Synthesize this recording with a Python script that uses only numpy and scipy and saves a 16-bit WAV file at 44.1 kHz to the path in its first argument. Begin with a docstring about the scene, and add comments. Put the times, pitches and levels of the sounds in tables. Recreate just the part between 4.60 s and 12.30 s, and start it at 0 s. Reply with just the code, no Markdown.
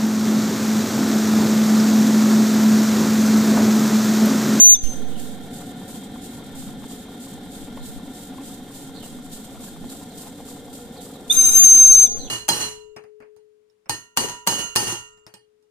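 """Model steam launch with whistle.

A small boat glides along a bank. Its burner roars in the flue, the engine puffs once a turn and
knocks, water splashes at the hull. A steam jet drives the shrill whistle: one blast ends, later a
long one sounds, the banks answer and a limiter holds the level down. Small birds chirp far off,
a breeze rumbles at the microphone and two low thumps sound early in the right channel."""
import sys
import numpy as np
from scipy import signal
from scipy.fft import rfft, irfft, next_fast_len
from scipy.io import wavfile
from scipy.ndimage import uniform_filter1d, minimum_filter1d, map_coordinates

SR = 44100
rng = np.random.default_rng(int(sys.argv[2]) if len(sys.argv) > 2 else 0)


def pcm_store(signal):
    """Save signal as 16-bit PCM."""
    levels = np.round(np.clip(np.atleast_2d(signal), -1, 1) * 32767)
    wavfile.write(sys.argv[1], SR, levels.astype(np.int16).T)


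N = 339570

# noise spectra: f/Hz, density/dB
AIR_SPECTRUM = [(180, -36), (300, -10.5), (639, -4.5), (738, -14.5), (895, -6), (2350, -27.5),
                (3290, -19.5), (6070, -17), (7360, -43), (14000, -24)]
ROAR_SPECTRUM = [(24, -55), (40, -15.5), (75, -16), (134, -10.5), (266, 0), (289, -2.5), (318, -15.5),
                 (356, -11.5), (380, -20.5), (490, -67), (840, -120)]
STEAM_SPECTRUM = [(1470, -46), (2500, -12.5), (2870, -7.5), (3160, -7), (3430, -8), (3610, -4), (4490, -5),
                  (5980, -7.5), (7230, 1), (8940, 0), (10200, -6), (13700, -6), (14400, 0.5)]
EDDY_SPECTRUM = [(15, 8.5), (35, -8), (80, -12.5), (300, -33), (1000, -99)]
SLAP_SPECTRUM = [(150, -22), (450, 5), (900, 5), (1400, -10), (2200, -7), (6000, -20)]
JET_SPECTRUM = [(900, -19.5), (1300, -2.5), (1900, 2.5), (4200, 4), (5300, -9), (7000, 8.5),
                (10000, -12.5), (12200, 10), (14000, -10)]
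# resonances of flue, funnel and whistle bell: f/Hz, width/Hz, level/dB
FLUE_MODES = [(430.8, 64, 5.5), (470, 48, 1), (548, 78, 0.5), (728.4, 47.5, 4.5), (796.6, 74, -1),
              (982, 95, -12.5)]
DRONE_MODE = [(486, 89, 0)]
FUNNEL_MODES = [(1394, 22, 3.5), (1538, 167, -7), (1793, 26, -0.5), (2114, 105, -6.5), (3250, 60, 0.5),
                (3614, 77, 0.5), (4000, 180, -8)]
BELL_LOW_MODES = [(794, 260, -14), (1361, 240, -8), (2410, 190, -6.5), (2890, 150, -12), (3857, 197, 3),
                  (4880, 210, -12.5)]
BELL_HIGH_MODES = [(5807, 110, -14.5), (6306, 326, 0), (6890, 200, -14), (7520, 220, -13), (8700, 87, 0),
                   (8765, 810, -6.5), (10190, 280, -19), (12500, 620, -10.5), (13600, 810, -17)]
# decay of the banks' echo: f/Hz, t60/s
BANK_DECAY = [(300, 0.37), (3000, 0.5), (6300, 0.54), (9000, 0.11), (12000, 0.092)]
# gusts: t/s, length/s, level/dB
GUSTS = [(-.2, 0.51, -27.5), (3.1, 0.43, -47), (5.1, 0.22, -44), (6.668, 0.45, -35.5), (7.043, 0.77, -35)]
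# low thumps in the right channel: t/s, level/dB
THUMPS = [(0.098, -13), (0.236, -3.5)]
# bird chirps: t/s, length/s, start f/Hz, relative level/dB
CHIRPS = [(.24, 0.045, 3370, -39), (0.504, 0.12, 3340, -49), (3.175, .12, 4400, -49),
          (4.339, 0.081, 4480, -43), (4.404, .059, 3360, -45.5), (5.278, 0.06, 4310, -46.5),
          (5.493, 0.074, 4440, -50.5), (6.351, 0.072, 4410, -46.5), (6.53, 0.059, 4300, -48.5),
          (7.58, 0.085, 4480, -38), (7.634, .07, 3670, -43)]
# flue resonance; as the boat turns away its drone swells and the puffs fade: t/s, level/dB
FLUE_LEVEL = [(.8, -44), (2, -47), (4.2, -47.5), (5.2, -49), (6, -47), (7.7, -44)]
DRONE_LEVEL = [(0, -57), (4.8, -64.5), (6.3, -49.5), (7.7, -48)]
PUFF_LEVEL = [(0, -42.5), (4, -43.5), (5.6, -42), (6.5, -45), (7.7, -47.5)]
# crank gathering speed: t/s, rate/(turns/s)
CRANK_SPEED = [(0, 2.719), (1.5, 2.943), (3, 3.21), (4.2, 3.398), (6, 3.609), (7.7, 3.701)]
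# steam through the engine valve: angle/turns, level/dB
VALVE_CYCLE = [(0, -0.5), (.1, 2.5), (.22, -0.5), (.35, -2), (.5, -4), (.62, -11.5), (.75, -6), (.9, -7),
               (1, -6.5)]
# knocks of the drive: angle/turns, level/dB, f/Hz
KNOCKS = [(0.206, -45, 1002), (.542, -43.5, 892), (.812, -40.5, 910)]
# whistle blasts: open t/s, shut t/s, f/Hz, note's nearness gain/dB, jet level/dB
BLASTS = [(-.6, 0.136, 6244, 5, -28.5), (6.692, 7.448, 6301, -0.5, -44.5)]
# at low pressure the jet drops to a lower bell mode: t/s, length/s, start f/Hz, end f/Hz, level/dB
SQUEAKS = [(.145, .021, 3720, 3445, -18), (6.698, .028, 3453, 3750, -9), (7.46, 0.02, 3685, 3420, -33.5)]
# octave relative to the note: t/s, level/dB
OCTAVE_LEVEL = [(0, -22), (.15, -22.5), (6.8, -33), (6.97, -14), (7.15, -40), (7.45, -28)]
# note and reflections meet at the two ports in shifting phase: t/s, left lead/rad
PORT_PHASE = [(0, 3.1), (.14, 2.75), (6.75, 0), (6.98, .3), (7.003, 3.1), (7.024, 3.1), (7.052, -.3),
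              (7.45, -.6)]

BREEZE_DB, BREEZE_SWING_DB = -55, 4
CHIRP_END_RATIO = .79
SPLASH_COUNT, SPLASH_MIN_DB = 110, -46
ROAR_DB, FUNNEL_DB, RECEDE_DB_PER_S = -35.5, -49, .9
CRANK_START_TURNS = .402
KNOCK_SCATTER_DB, KNOCK_T60_S = 3, 0.039
VALVE_OPEN_S, VALVE_SHUT_S = 0.041, 0.052
NOTE_DELAY_S, NOTE_RISE_S, NOTE_RELEASE_S = 0.071, 0.016, 0.034
NOTE_DB, SWELL_DB, SWELL_S, SAG_HZ_PER_S = -9, 7, 0.46, 13500
FALTER_AT_S, FALTER_HALF_S, FALTER_DB = 6.912, 0.027, 11
BELL_HIGH_DB, BELL_LOW_DB = -26, -36
CEILING_DB, HOLD_S, RECOVER_DB_PER_S, TOP_HZ = -5, 0.11, 68, 14280


def amp(db):
    """Decibels to gain."""
    return 10 ** (np.asarray(db) / 20)


def unit_rms(x):
    """x scaled to rms 1."""
    return x / np.sqrt(np.mean(x ** 2) + 1e-20)


def clock():
    """Sample times in s."""
    return np.arange(N) / SR


def log_interp(points, hz):
    """(f/Hz, value) points interpolated on a log axis."""
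    f, values = np.transpose(points)
    return np.interp(np.log(hz + 1), np.log(f + 1), values)


def curve(points):
    """(t/s, value) points interpolated per sample."""
    return np.interp(clock(), *np.transpose(points))


def wobble(rate_hz):
    """Smooth random curve with knots at rate_hz."""
    return map_coordinates(rng.standard_normal(int(N * rate_hz / SR) + 4), [clock() * rate_hz])


def gate(start_s, end_s, rise_s, fall_s):
    """Rises from start_s, holds, falls after end_s."""
    t = clock()
    return np.clip((t - start_s) / rise_s, 0, 1) * np.clip(1 - (t - end_s) / fall_s, 0, 1) ** 2


def filtered(x, response):
    """x through a frequency response."""
    size = next_fast_len(N + SR // 2)
    return irfft(rfft(x, size) * response(np.fft.rfftfreq(size, 1 / SR)), size)[..., :N]


def colour(spectrum):
    """Response of a spectrum table."""
    return lambda hz: amp(log_interp(spectrum, hz))


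def resonant(modes, steep):
    """Response of modes summed in power; steep sets the skirt slope."""
    def response(f):
        power = sum(amp(db) ** 2 * np.abs(f * width / (hz * hz - f * f + 1j * f * width)) ** (2 * steep)
                    for hz, width, db in modes)
        return np.sqrt(power)
    return response


def panned(x, pan_db):
    """Left louder than right by pan_db."""
    return x * np.array([amp(pan_db / 2), amp(-pan_db / 2)]).reshape(2, -1)


def noise(response, side_db, pan_db=0):
    """Coloured stereo noise, mid rms about 1."""
    mid, side = unit_rms(filtered(rng.standard_normal((2, N)), response))
    return panned(np.array([mid + amp(side_db) * side, mid - amp(side_db) * side]), pan_db)


def glides(rows, waver):
    """Short sliding tones that swell and fade; waver is relative pitch jitter."""
    out = np.zeros(N)
    for start_s, length_s, start_hz, end_hz, db in rows:
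        progress = np.clip((clock() - start_s) / length_s, 0, 1)
        hz = (start_hz + (end_hz - start_hz) * progress) * (1 + waver * wobble(500))
        envelope = amp(db) * np.abs(np.sin(np.pi * progress ** 0.93))
        out += envelope * np.sin(2 * np.pi * np.cumsum(hz) / SR)
    return out


def plops(rows, t60_s, rise_per_s, scatter_s):
    """A noise slap and five short tones per (t/s, level/dB, f/Hz) row."""
    tones, slap_envelope = np.zeros((2, N + SR))
    t = np.arange(SR // 12) / SR
    slap_shape = amp(-60 * t / .045) * (1 - np.exp(-t / .003))
    tone_shape = amp(-60 * t / t60_s) * (1 - np.exp(-t / 0.00038))
    for start_s, db, hz in rows:
        slap_envelope[round(start_s * SR):][:len(t)] += amp(db) * slap_shape
        for delay, softness, tune in rng.random((5, 3)):
            pitch_hz = hz * np.exp(0.703 * (tune - .6))
            tone = tone_shape * np.sin(2 * np.pi * pitch_hz * t * (1 + rise_per_s * t))
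            onset = round((start_s + scatter_s * delay) * SR)
            tones[onset:][:len(t)] += amp(db - 5 - 4 * softness) * tone
    slaps = slap_envelope[:N] * amp(0.5) * noise(colour(SLAP_SPECTRUM), side_db=-13)
    return panned(tones[:N] + slaps, pan_db=3)


def bank_echo(x):
    """Diffuse reflection off the banks, different per channel."""
    hz, t, spectra = signal.stft(rng.standard_normal((2, SR)), SR, nperseg=256)
    decay = amp(-60 * t / log_interp(BANK_DECAY, hz)[:, None])
    tail = signal.istft(spectra * decay, SR, nperseg=256)[1]
    return signal.fftconvolve(np.atleast_2d(x), tail / np.linalg.norm(tail[0]), axes=1)[:, :N]


def air():
    """Faint steady open-air noise."""
    return amp(-58) * noise(colour(AIR_SPECTRUM), side_db=-5)


def breeze():
    """Eddies rumble at each microphone port and swell in gusts."""
    strength = amp(BREEZE_DB + BREEZE_SWING_DB * wobble(2.91))
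    for start_s, length_s, db in GUSTS:
        strength += amp(db) * np.sin(np.pi * np.clip((clock() - start_s) / length_s, 0, 1))
    return strength * noise(colour(EDDY_SPECTRUM), side_db=1.5)


def thumps():
    """Low thumps in the right channel, each with a short noise burst."""
    out = np.zeros((2, N))
    for start_s, db in THUMPS:
        t = np.maximum(clock() - start_s, 0)
        out[1] += amp(db) * (1 - np.exp(-t / 0.0033)) * (1 - t / 0.11) * np.exp(-t / 0.11)
        out[1] += amp(db - 23.5) * (t > 0) * np.exp(-t / 0.028) * rng.standard_normal(N)
    return out


def birds():
    """Distant raspy falling chirps, blurred by the banks."""
    rows = [(start_s, length_s, hz, CHIRP_END_RATIO * hz, db) for start_s, length_s, hz, db in CHIRPS]
    calls = glides(rows, waver=.06) * amp(2.5 * wobble(300))
    return amp(-5) * panned(calls, pan_db=-14) + amp(-10.5) * bank_echo(calls)


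def splashes():
    """Random splashes at the hull; their bubbles rise in pitch."""
    rows = [(when * N / SR, SPLASH_MIN_DB + 5 * size, 600 + 600 * tune)
            for when, size, tune in rng.random((SPLASH_COUNT, 3))]
    return plops(rows, t60_s=.035, rise_per_s=4.2, scatter_s=.014)


def burner():
    """A fluttering flame drives flue and funnel; roar and funnel hiss fade as the boat recedes."""
    distance_db = -RECEDE_DB_PER_S * clock()
    flutter = amp(0.51 * wobble(35))
    roar = amp(ROAR_DB + distance_db) * noise(colour(ROAR_SPECTRUM), side_db=-35)
    flue = amp(curve(FLUE_LEVEL)) * noise(resonant(FLUE_MODES, steep=1.92), side_db=-14.5, pan_db=0.9)
    drone = amp(curve(DRONE_LEVEL)) * noise(resonant(DRONE_MODE, steep=4.7), side_db=-26, pan_db=-0.5)
    funnel = amp(FUNNEL_DB + distance_db) * noise(resonant(FUNNEL_MODES, steep=0.83), side_db=-4.5)
    return flutter * (roar + flue + drone + funnel)


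def crank_turns():
    """Running crank angle."""
    return CRANK_START_TURNS + np.cumsum(curve(CRANK_SPEED)) / SR


def steam_puffs():
    """The valve releases steam once a turn; wet steam sputters."""
    opening_db = np.interp(crank_turns() % 1, *np.transpose(VALVE_CYCLE))
    sputter_db = 1.06 * wobble(35) + 1.55 * wobble(110)
    steam = noise(colour(STEAM_SPECTRUM), side_db=0.5, pan_db=-0.7)
    return amp(curve(PUFF_LEVEL) + opening_db + sputter_db) * steam


def drive_knocks():
    """Hollow knocks at three crank angles each turn."""
    turns, t = crank_turns(), clock()
    rows = [(np.interp(turn, turns, t), db + KNOCK_SCATTER_DB * rng.standard_normal(), hz)
            for angle, db, hz in KNOCKS for turn in np.arange(angle, turns[-1]) if turn > turns[0]]
    return plops(rows, t60_s=KNOCK_T60_S, rise_per_s=0, scatter_s=0.0079)


def whistle_note(open_s, shut_s, hz):
    """The jet locks to one bell mode and swells; the pitch sags once the valve shuts."""
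    t, lock_s = clock(), open_s + NOTE_DELAY_S
    swell_db = SWELL_DB * np.clip((t - lock_s) / SWELL_S, 0, 1)
    falter_db = FALTER_DB * np.exp(-((t - FALTER_AT_S) / FALTER_HALF_S) ** 2)
    level_db = NOTE_DB + swell_db - falter_db
    roughness = np.clip(amp(-.4 * (level_db + 3)), 1, 3.5)  # weak lock, rough note
    sag_hz = SAG_HZ_PER_S * np.clip(t - shut_s, 0, NOTE_RELEASE_S)
    pitch_hz = hz - sag_hz + 16 * wobble(35) + 8 * roughness * wobble(600)
    phase = 2 * np.pi * np.cumsum(pitch_hz) / SR
    flicker_db = roughness * (0.76 * wobble(40) + 0.26 * wobble(460))
    envelope = gate(lock_s, shut_s, NOTE_RISE_S, NOTE_RELEASE_S) * amp(level_db + flicker_db)
    lead_rad = curve(PORT_PHASE) / 2
    fundamental = panned(np.sin([phase + lead_rad, phase - lead_rad]), pan_db=0.1 + 0.83 * wobble(16))
    octave = panned(amp(curve(OCTAVE_LEVEL)) * np.sin(2 * phase), pan_db=6.5)
    return envelope * (fundamental + octave)


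def whistle():
    """Note, squeaks, jet rush and steam hissing through the bell's modes; the banks answer."""
    direct = to_banks = panned(glides(SQUEAKS, waver=0.0031), pan_db=-8)
    bell = amp(BELL_HIGH_DB) * noise(resonant(BELL_HIGH_MODES, steep=2.62), side_db=6, pan_db=5.5)
    bell += amp(BELL_LOW_DB) * noise(resonant(BELL_LOW_MODES, steep=1.78), side_db=-2.5, pan_db=1.5)
    jet = noise(colour(JET_SPECTRUM), side_db=0)
    for open_s, shut_s, hz, near_db, jet_db in BLASTS:
        flow = gate(open_s, shut_s, VALVE_OPEN_S, VALVE_SHUT_S) * amp(1.54 * wobble(150))
        hiss = flow * (bell + amp(jet_db) * jet)
        note = whistle_note(open_s, shut_s, hz)
        direct = direct + hiss + amp(near_db) * note
        to_banks = to_banks + hiss + note
    return direct + amp(-16.5) * bank_echo(to_banks)


def scene():
    """Boat and surroundings, in stereo."""
    boat = whistle() + burner() + drive_knocks() + steam_puffs() + splashes()
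    return boat + birds() + breeze() + thumps() + air()


def record(dry):
    """A limiter ducks everything under the whistle, holds and recovers; then soft clip and low-pass."""
    power = np.abs(uniform_filter1d(dry ** 2, size=200)).max(axis=0)
    needed_db = np.minimum(0, CEILING_DB - 10 * np.log10(power + 1e-12))
    half_hold = int(HOLD_S * SR / 2)
    held_db = minimum_filter1d(needed_db, size=2 * half_hold + 1, origin=half_hold)
    recovery_db = RECOVER_DB_PER_S * clock()
    gain_db = np.minimum.accumulate(held_db - recovery_db) + recovery_db
    limited = dry * amp(uniform_filter1d(gain_db, size=200))
    clipped = limited / (1 + np.abs(limited / .92) ** 12) ** (1 / 12)
    return filtered(clipped, lambda hz: hz < TOP_HZ)


dry = scene()
out = record(dry)
pcm_store(out)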